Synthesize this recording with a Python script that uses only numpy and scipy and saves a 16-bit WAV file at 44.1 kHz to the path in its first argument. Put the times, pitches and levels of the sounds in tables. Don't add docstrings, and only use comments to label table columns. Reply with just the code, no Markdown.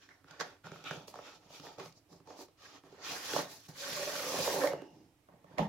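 import sys
import numpy as np
from scipy import signal
from scipy.fft import rfft, irfft, next_fast_len
from scipy.io import wavfile
from scipy.ndimage import uniform_filter1d, map_coordinates

SR = 44100
rng = np.random.default_rng(int(sys.argv[2]) if len(sys.argv) > 2 else 0)


def int16_out(signal):
    q = np.round(np.clip(np.atleast_2d(signal).T, -1, 1) * 32767)
    wavfile.write(sys.argv[1], SR, q.astype(np.int16))


N = 250752

# (centre [Hz], width [Hz], relative level [dB])
PANEL_MODES = [(71, 14, -21.5), (97, 97, -6), (164.3, 43, 3.5), (231.6, 41, -2)]
SLEEVE_MODES = [(296.6, 65, -3.5), (393.4, 34, 0), (458, 78, -3.5), (577, 45.5, -1), (710, 108, -3.5),
                (873, 85, 0), (972, 135, -5.5)]
FLAP_MODES = [(1106, 150, 4.5), (1375, 185, 4.3), (1576, 243, 4.3), (1837, 110, 7.1), (2116, 310, 0.98)]
EDGE_MODES = [(2393, 340, -3.1), (2930, 500, -0.27), (3230, 520, 0.53), (3810, 580, -5)]
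# (frequency [Hz], relative level [dB])
SURFACE_SPECTRUM = [(2410, -49), (4100, -8.5), (5910, -8.5), (7360, -15), (8000, -33.5), (10400, -46),
                    (17600, -120)]
SIZZLE_SPECTRUM = [(4710, -11), (8000, -9), (8660, -13), (10600, -8.5), (13800, -10.5), (15900, -14)]
# (from time [s], delay of the left channel [s])
ASIDE_FROM, LEFT_DELAY = (5.2, .0003)
BOX_PAN_DB = -3.8


def amp(db):
    return 10 ** (np.asarray(db) / 20)


def unit(x):
    return x / np.sqrt(np.mean(x ** 2) + 1e-20)


def along(points, hz):
    f, v = np.transpose(points)
    return np.interp(np.log(hz + 1), np.log(f + 1), v)


def filtered(x, response):
    m = next_fast_len(x.shape[-1] + 4096)
    spectrum = rfft(x, m) * response(np.fft.rfftfreq(m, 1 / SR))
    return irfft(spectrum, m)[..., :x.shape[-1]]


def modes(table):
    def response(f):
        total = 0
        for k, (centre, width, db) in enumerate(table):
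            resonance = 1j * f * width / (centre * centre - f * f + 1j * f * width)
            total = total + (-1) ** k * amp(db) * resonance
        return total
    return response


def steep(table):
    return lambda f: np.abs(modes(table)(f)) ** 1.5


def colour(table):
    return lambda f: amp(along(table, f))


def wobble(rate):
    knots = rng.standard_normal(int(N * rate / SR) + 4)
    return map_coordinates(knots, [np.arange(N) * rate / SR])


def narrow(hz, width_hz):
    swing = filtered(rng.standard_normal((2, N)), lambda f: 1 / (1 + (2 * f / width_hz) ** 2))
    phase = 2 * np.pi * np.cumsum(hz * np.ones(N)) / SR
    return unit(swing[0] * np.cos(phase) + swing[1] * np.sin(phase))


def columns(rows):
    s, *cols = np.transpose(rows)
    t = np.arange(N) / SR
    return (t >= s[0]) & (t <= s[-1]), [np.interp(t, s, c) for c in cols]


def sides(pan_db):
    return amp([pan_db / 2, -pan_db / 2])


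def wide(pair):
    # (frequency [Hz], correlation [1])
    likeness = [(30, .8), (70, .93), (180, .97), (550, .78), (1650, .28), (5000, .05), (15000, .03)]

    def mid_side_gains(hz):
        angle = np.arccos(np.clip(along(likeness, hz), -1, 1)) / 2
        return np.array([np.cos(angle), np.sin(angle)])

    mid, side = filtered(pair, mid_side_gains)
    return np.array([mid + side, mid - side])


def room_tone():
    # (frequency [Hz], relative level [dB])
    quiet_spectrum = [(13, -52), (22, -16.5), (59, -17), (97, -5.5), (222, -22), (292, -7), (364, -16.5),
                      (1800, -28.5), (1950, -25.5), (4460, -32), (13400, -36.5), (15800, -39.5)]
    noise = filtered(rng.standard_normal((2, N)), colour(quiet_spectrum))
    return amp(-70.5) * unit(wide(noise)) * sides(-4.5)[:, None]


def walls(x):
    # (frequency [Hz], t60 [s])
    room_decay = [(150, 0.25), (1000, 0.26), (5000, 0.36), (12000, 0.039)]
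    hz, t, z = signal.stft(rng.standard_normal((2, SR // 2)), SR, nperseg=256)
    decay = amp(-60 * t / along(room_decay, hz)[:, None])
    tail = wide(signal.istft(z * decay, SR, nperseg=256)[1])
    tail = tail / np.linalg.norm(tail[0])
    late = np.pad(x.mean(0), (250, 0))[None]
    return signal.fftconvolve(late, tail, axes=1)[:, :N]


def landing():
    # (time [s], level [dB])
    bounces = [(5.585, -31), (5.604, -25.5), (5.627, -33.5), (5.649, -46)]
    # (frequency [Hz], relative level [dB], t60 [s])
    ground_modes = [(45, -34.5, 0.11), (76.6, -13, 0.21), (105, -15, 0.093), (164, -5, 0.16),
                    (204.6, -1.5, 0.17), (254, -15, 0.12)]
    out, t = np.zeros(N + SR), np.arange(SR // 4) / SR
    for s, db in bounces:
        ring = 0
        for hz, level, t60 in ground_modes:
            level = level + rng.normal(0, 1.57)
            ring = ring + amp(level - 60 * t / t60) * np.sin(2 * np.pi * hz * t)
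        soft_onset = 1 - np.exp(-t / 0.0045)
        out[round(s * SR):][:len(t)] += amp(db) * ring * soft_onset
    left = np.roll(out, round(LEFT_DELAY * SR))
    return np.array([left, out])[:, :N] * sides(-0.77)[:, None]


def hollow():
    # (time [s], level [dB])
    air_strength = [(3.76, -70), (3.828, -52), (4.082, -43), (4.17, -52.5), (4.26, -40), (4.284, -50),
                    (4.534, -36.5), (4.612, -36.5), (4.642, -25.5), (4.754, -52), (4.78, -60)]
    # (centre [Hz], width [Hz], level [dB], t60 [s])
    thin_tones = [(318, 46, -58.5, 2.8), (2830, 238, -59, 0.63), (5300, 500, -78, 3.1)]
    # (start [s], swell [s], end [s], dying [s])
    start, swell, end, dying = (4.70, 0.022, 5.08, 0.039)
    air_hz, sag_hz_per_s = 578, 28
    t = np.arange(N) / SR
    on, (air_db,) = columns(air_strength)
    pitch = air_hz - sag_hz_per_s * (t - air_strength[0][0]) + 14 * wobble(18)
    note = on * amp(air_db + 2.24 * wobble(40)) * narrow(pitch, width_hz=57)
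    shape = np.clip((t - start) / swell, 0, 1) * np.clip(1 - (t - end) / dying, 0, 1)
    thin = 0
    for hz, width, db, t60 in thin_tones:
        level = db - 60 * np.abs(t - start) / t60 + 1.6 * wobble(22)
        thin = thin + shape * amp(level) * narrow(hz, width)
    return (note + thin) * sides(BOX_PAN_DB)[:, None]


def crisp(f):
    surface = amp(along(SURFACE_SPECTRUM, f))
    sizzle = amp(along(SIZZLE_SPECTRUM, f) - 17.5)
    return surface + sizzle + 0.43 * np.abs(modes(EDGE_MODES)(f))


def spot(table, hz, spread):
    return lambda f: modes(table)(f) * (0.11 + np.abs(modes([(hz, spread * hz, 0)])(f)) ** 2)


def taps():
    # (time [s], sleeve peak before panning [dB], then over that peak: flap [dB],
    # surface snap [dB], panel thud [dB]; favoured sleeve mode [Hz], favoured flap mode [Hz])
    tap_list = [(0.089, -61.5, 16.5, 6, -16, 400, 1720), (0.243, -56.5, 6.5, -6, -4, 314, 1340),
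                (0.283, -57.5, -4, 3.5, -13, 780, 1370), (0.309, -55.5, 6, 11, -1, 743, 1580),
                (0.4, -47.5, 16, 14, -9.5, 960, 1600), (0.408, -35, 7, 4, -27, 490, 1370),
                (0.643, -56, 9, -4, 4.5, 398, 1480), (0.668, -41.5, 0, -10, -13, 530, 1320),
                (0.717, -43, 4.5, -3.5, -2, 394, 1350), (0.759, -52, 11, -10, -4, 880, 1360),
                (0.84, -51, -3, 7, -7, 312, 1280), (0.859, -49, -12, 0, -6, 279, 1350),
                (0.909, -34, 7.5, -5.8, -6.5, 600, 1470), (0.917, -64, -9, -2, 3, 570, 1354),
                (0.973, -50, -18, -17, 5.5, 762, 1060), (1.08, -46, -2, 6.5, -30, 560, 1080),
                (1.14, -39, -5, -9, -24, 825, 1150), (1.156, -40, 0, -8.5, -25, 534, 1240),
                (1.189, -38, 0, -29, -31, 562, 1280), (1.503, -47, -13, -18, -14, 580, 1087),
                (1.598, -49, 1, 6, -1, 261, 1233), (1.632, -52, -4, -8, -6, 635, 1350),
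                (1.667, -42, 0, -14, -19, 585, 1730), (1.783, -40.5, -15, -6, -14, 564, 1140),
                (1.798, -43.5, 7, -2, -7, 415, 1170), (1.858, -51, 6, 6, 1, 527, 1190),
                (1.924, -69, -8, 16.5, -15, 500, 1200), (2.128, -53, -4, -9, -11, 392, 1080),
                (2.202, -53.5, -5, -17, -3, 287, 1128), (2.273, -49.5, -2, -2, -18, 466, 1090),
                (2.305, -47.5, 3.5, -10.5, -22, 744, 1138), (2.39, -43.5, -7, -9, -31, 300, 1095),
                (2.409, -44, -14, -21, -33, 311, 1071), (2.484, -55.5, -2, -4, -12, 510, 1100),
                (2.837, -51, -4, -14, -12.5, 312, 1020), (2.866, -54, -12, -15, -6, 450, 1100),
                (2.923, -47.5, -32, -13, -20, 381, 1179), (2.945, -52, -21, -17, -6, 450, 1100),
                (3.334, -33, 3.5, -19, -28, 416, 1483), (3.362, -20.5, -5.5, -19, -21, 598, 1000),
                (3.389, -27.5, -5, -13, -25, 560.7, 1152), (3.688, -57, -10, -9, 13.5, 295, 1022),
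                (4.07, -41.5, -15, -14, -37, 575, 1400), (4.24, -35, -9, -18.5, -37, 530, 1470),
                (4.339, -29, -12, -8.5, -28, 553, 1080), (4.387, -25, -25, -9, -44, 546, 1018),
                (4.476, -25.5, -5, -32, -34, 607, 1080), (4.54, -27, -26, -22, -15, 520, 1114),
                (4.575, -30.5, -30, -11, -38, 532, 1026), (4.636, -24.5, 0.5, -8.5, -23, 550, 1070),
                (4.64, -25.5, -28, -22, -24, 574, 1010), (4.654, -28, -35, -37, -27, 570, 1011),
                (4.673, -31.5, 4, 2.5, -33, 589, 2053), (4.733, -26.5, -9.5, -38.5, -18, 513, 1200),
                (4.82, -38, -24, -30, -34, 295, 1012), (5.287, -51.5, 0, -26, -27, 712, 1270),
                (5.337, -53, -21, -25, -3, 583, 1040), (5.443, -50, -2, -25, -7, 591, 1076),
                (5.51, -56, -4, -26, 1, 490, 1035), (5.537, -53, -5, -21, 0, 312, 1106),
                (5.583, -24.5, -3, -10, -38, 600.6, 2080), (5.591, -20, -12, -32, -28, 674, 1039),
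                (5.605, -48, -16, -6, -19, 260, 1082)]
    contact_t60, panel_hz = .013, 143
    out, t = np.zeros((2, N + SR)), np.arange(SR // 8) / SR
    shape = amp(-60 * t / contact_t60)
    for s, db, flap_db, snap_db, thud_db, sleeve_hz, flap_hz in tap_list:
        contact = shape * rng.standard_normal((2, len(t)))
        contact[0, 0] += 22
        sleeve = filtered(contact, spot(SLEEVE_MODES, sleeve_hz, 0.42))
        flap = filtered(contact, spot(FLAP_MODES, flap_hz, 0.22))
        thud = filtered(contact, spot(PANEL_MODES, panel_hz, 0.32))
        snap = shape * (1 - np.exp(-t / 0.0026)) * filtered(rng.standard_normal(contact.shape), crisp)
        body = 0
        for part, over_db in ((sleeve, 0), (flap, flap_db), (thud, thud_db), (snap, snap_db)):
            body = body + amp(db + over_db) * part / np.abs(part).max()
        left, right = wide(body) * sides(BOX_PAN_DB)[:, None]
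        at = round(s * SR)
        late = round(LEFT_DELAY * SR) * (s > ASIDE_FROM)
        out[0, at + late:][:len(t)] += left
        out[1, at:][:len(t)] += right
    return out[:, :N]


def friction(response, slip_hz, slip_db, patch_db=2.0):
    force = amp(slip_db * wobble(slip_hz)) * rng.standard_normal((2, N))
    force += 5 * (rng.random((2, N)) < 250 / SR) * rng.standard_normal((2, N))
    z = signal.stft(force, nperseg=512)[2]
    field = uniform_filter1d(rng.standard_normal(z.shape[1:]), size=3, axis=0)
    field = uniform_filter1d(field, size=14, axis=1)
    force = signal.istft(z * amp(patch_db * unit(field)), nperseg=512)[1][:, :N]
    return unit(wide(filtered(force, response)))


def fingers():
    # (peak time [s], rise [s], fall [s], surface hiss [dB], then over the hiss:
    # fine sizzle [dB], edge scrape [dB], flap rattle [dB], sleeve hum [dB], panel flex [dB])
    rub_list = [(.03, 0.053, 0.12, -66.5, -15, -1.5, 1.5, -7, -15),
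                (.095, 0.021, 0.19, -71.5, -17, -3, 6, 3, -13),
                (0.312, 0.067, 0.36, -67.5, -15, 2, 7.5, 7, -14),
                (0.412, 0.02, 0.032, -42.5, -16, -6, 2, 2, -1),
                (0.449, 0.082, 0.16, -64, -5.5, 2.5, 7, 11, -8),
                (0.661, 0.029, 0.088, -59.5, -11, 2.5, 6, 7, 10),
                (.74, 0.057, 0.39, -62.5, -9, 1, 2, 4, -8), (0.872, 0.04, 0.11, -56, -6.5, 12, 8, 2.5, -17),
                (.915, 0.011, 0.2, -56.5, -7, 2, 0, 10.5, 4),
                (1.078, 0.0075, .08, -58, 1.5, -12, -19, 4, -7),
                (1.17, 0.086, 0.12, -64.5, -8, -2, 2, 8, -3),
                (1.281, 0.14, 0.13, -59.5, -11, 3, 2, 2.5, -24),
                (1.36, 0.15, 0.046, -61, -13, -7, -12, -3.5, -10.5),
                (1.46, 0.15, 0.15, -71.5, -12, -2, -2, 6.5, -0.5),
                (1.552, 0.075, 0.13, -55.5, -7, -1.5, -7.5, -3.5, -17),
                (1.653, 0.045, 0.18, -57, -9, -2, -1.5, 5, -16),
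                (1.8, 0.028, 0.094, -55, -10, -1, 2.5, 8.5, -11),
                (1.854, 0.043, .09, -59.5, -3, -3, 0, 2.5, 2),
                (1.979, 0.041, 0.034, -64.5, -10, -20, -22, -4, -6),
                (2.125, 0.044, 0.12, -65.5, -6.5, -12, -7.5, 6, 2),
                (2.311, 0.065, 0.15, -61.5, -15, -5, -6, 11, -12),
                (2.414, 0.067, 0.066, -53.5, -5, -11.5, -10, 2, -23),
                (2.651, 0.087, 0.16, -58, -12, -3.5, -2.5, -5, -18),
                (2.76, 0.084, 0.061, -61.5, -12, 1, 0, 5, -7), (2.861, 0.037, .06, -72, -5, -1, 4.5, 9, 0),
                (2.95, 0.12, 0.17, -69, -11, -0.5, 1, 8.5, -0.5),
                (3.525, 0.058, 0.16, -53.5, -3, -25, -12, -6.5, -20),
                (3.689, 0.011, 0.056, -55, -1.5, -19, -6, -1.5, -9),
                (4.96, 0.26, 0.24, -75, -16, -6, -6, 11, 13.5),
                (5.29, 0.0045, 0.28, -95, 0, 0, 22.5, 31, 29),
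                (5.542, 0.14, 0.15, -77, -12, 2, 9.5, 17.5, 14),
                (5.596, 0.024, 0.11, -55, -4.5, 5, 11.5, 21.5, 18)]
    rise_curve, fall_curve = 1.18, 1.61
    t, power = np.arange(N) / SR, np.zeros((6, N))
    for s, rise, fall, db, *over_db in rub_list:
        swelling = np.clip(1 + (t - s) / rise, 0, 1) ** rise_curve
        dying = np.clip(1 - (t - s) / fall, 0, 1) ** fall_curve
        shape = np.where(t < s, swelling, dying)
        levels = amp(db + np.array([0, *over_db]))[:, None]
        power += (levels * shape) ** 2
    return power


def tray():
    # (time [s], foam hiss [dB], fine sizzle over the hiss [dB],
    # flap rattle over the hiss [dB], sleeve hum [dB], panel flex [dB])
    strokes = [
        [(2.98, -73.5, -18, 6, -59, -78), (3.048, -49, -10, 0, -55.5, -82), (3.118, -43, -4.5, -5, -48, -51.5),
         (3.208, -51.5, -1.5, 0.5, -53.5, -74), (3.272, -44.5, -6, -7, -54.5, -72),
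         (3.346, -42, -3, -1.5, -40.5, -53.5), (3.388, -42.5, -3, -2, -38.5, -50.5),
         (3.476, -59.5, -5, 2.5, -58, -67), (3.512, -57.5, 2, -3, -65, -70), (3.588, -72, -2, 0, -71, -62),
         (3.618, -71, -1, -4, -82, -88), (3.666, -61, -3, -9, -87, -78), (3.68, -73, -2, -7, -69, -61)],
        [(3.72, -71, 1, 3, -62.5, -61), (3.774, -53, -5, -7, -66, -85), (3.8, -47.5, -3.5, -3, -57.5, -71),
         (3.958, -43.5, -4, -2.5, -49, -56), (4.146, -45.5, -0.5, -1.5, -43.5, -67),
         (4.164, -44, -2, -3, -48.5, -66), (4.304, -43.5, -1.5, -4, -44, -57),
         (4.324, -43.5, -0.5, -1.5, -43.5, -50), (4.452, -40, -2, -5.5, -43.5, -58),
         (4.568, -45, 2, -2, -40.5, -52), (4.672, -49.5, 3, 5, -39.5, -52), (4.762, -68.5, -3.5, 8, -48, -58),
         (4.88, -79.5, -14, 6.5, -64, -68)],
    ]
    power = np.zeros((6, N))
    for stroke in strokes:
        on, (hiss_db, fine_db, flap_db, hum_db, flex_db) = columns(stroke)
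        edge_db = hiss_db - 4
        levels = [hiss_db, hiss_db + fine_db, edge_db, hiss_db + flap_db, hum_db, flex_db]
        power += on * amp(levels) ** 2
    return power


def rubbing():
    # (time [s], flap mode [Hz], how far it stands out [0-1], sleeve mode [Hz])
    grip = [(0, 1700, 0.4, 452.4), (.13, 1750, 0.3, 450), (.22, 1350, .8, 454), (.42, 1500, 0.52, 622.6),
            (.62, 1417, 0.82, 480), (.95, 1339, 0.93, 540.2), (1.15, 1170, 0.4, 646),
            (1.3, 1350, 0.77, 517), (2.1, 1150, .5, 480.7), (2.7, 1200, 0.66, 649), (3.2, 1450, 0.24, 629),
            (3.9, 1550, 0.21, 449.5), (4.5, 997, 0.63, 860.5), (4.75, 1250, 0.1, 530.8),
            (4.9, 1200, .3, 337.6), (5.25, 1100, .4, 450), (5.55, 1100, 0.44, 552), (5.69, 1200, 0.25, 593)]
    hiss, fine, edge, flap, hum, flex = np.sqrt(fingers() + tray())
    flap_hz, share, hum_hz = columns(grip)[1]
    share = np.clip(share, 0, 1)
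    hiss = hiss * friction(colour(SURFACE_SPECTRUM), slip_hz=90.0, slip_db=1.0)
    fine = fine * friction(colour(SIZZLE_SPECTRUM), slip_hz=118.5, slip_db=-1.2)
    edge = edge * friction(steep(EDGE_MODES), slip_hz=78.9, slip_db=1.0)
    all_flap = friction(steep(FLAP_MODES), slip_hz=69.96, slip_db=3.5)
    flap = flap * (np.sqrt(1 - share ** 2) * all_flap + share * narrow(flap_hz, width_hz=250))
    all_sleeve = friction(steep(SLEEVE_MODES), slip_hz=44.05, slip_db=0.0)
    hum = hum * (0.8 * all_sleeve + 0.4 * narrow(hum_hz, width_hz=420))
    flex = flex * friction(steep(PANEL_MODES), slip_hz=26.14, slip_db=4.5)
    even = (hiss + fine + edge + flex) * sides(-1.16)[:, None]
    return even + (flap + hum) * sides(BOX_PAN_DB)[:, None]


def low_cut(f):
    return (1j * f / (45.3 + 1j * f)) ** 2


def scene():
    sources = np.array([taps() + landing(), rubbing() + hollow()])
    knocks, rubs = filtered(sources, low_cut)
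    answer = walls(amp(-8) * knocks + amp(-13.0) * rubs)
    return knocks + rubs + answer + room_tone()


def record(dry):
    return filtered(dry, lambda hz: hz < 15830)


dry = scene()
out = record(dry)
int16_out(out)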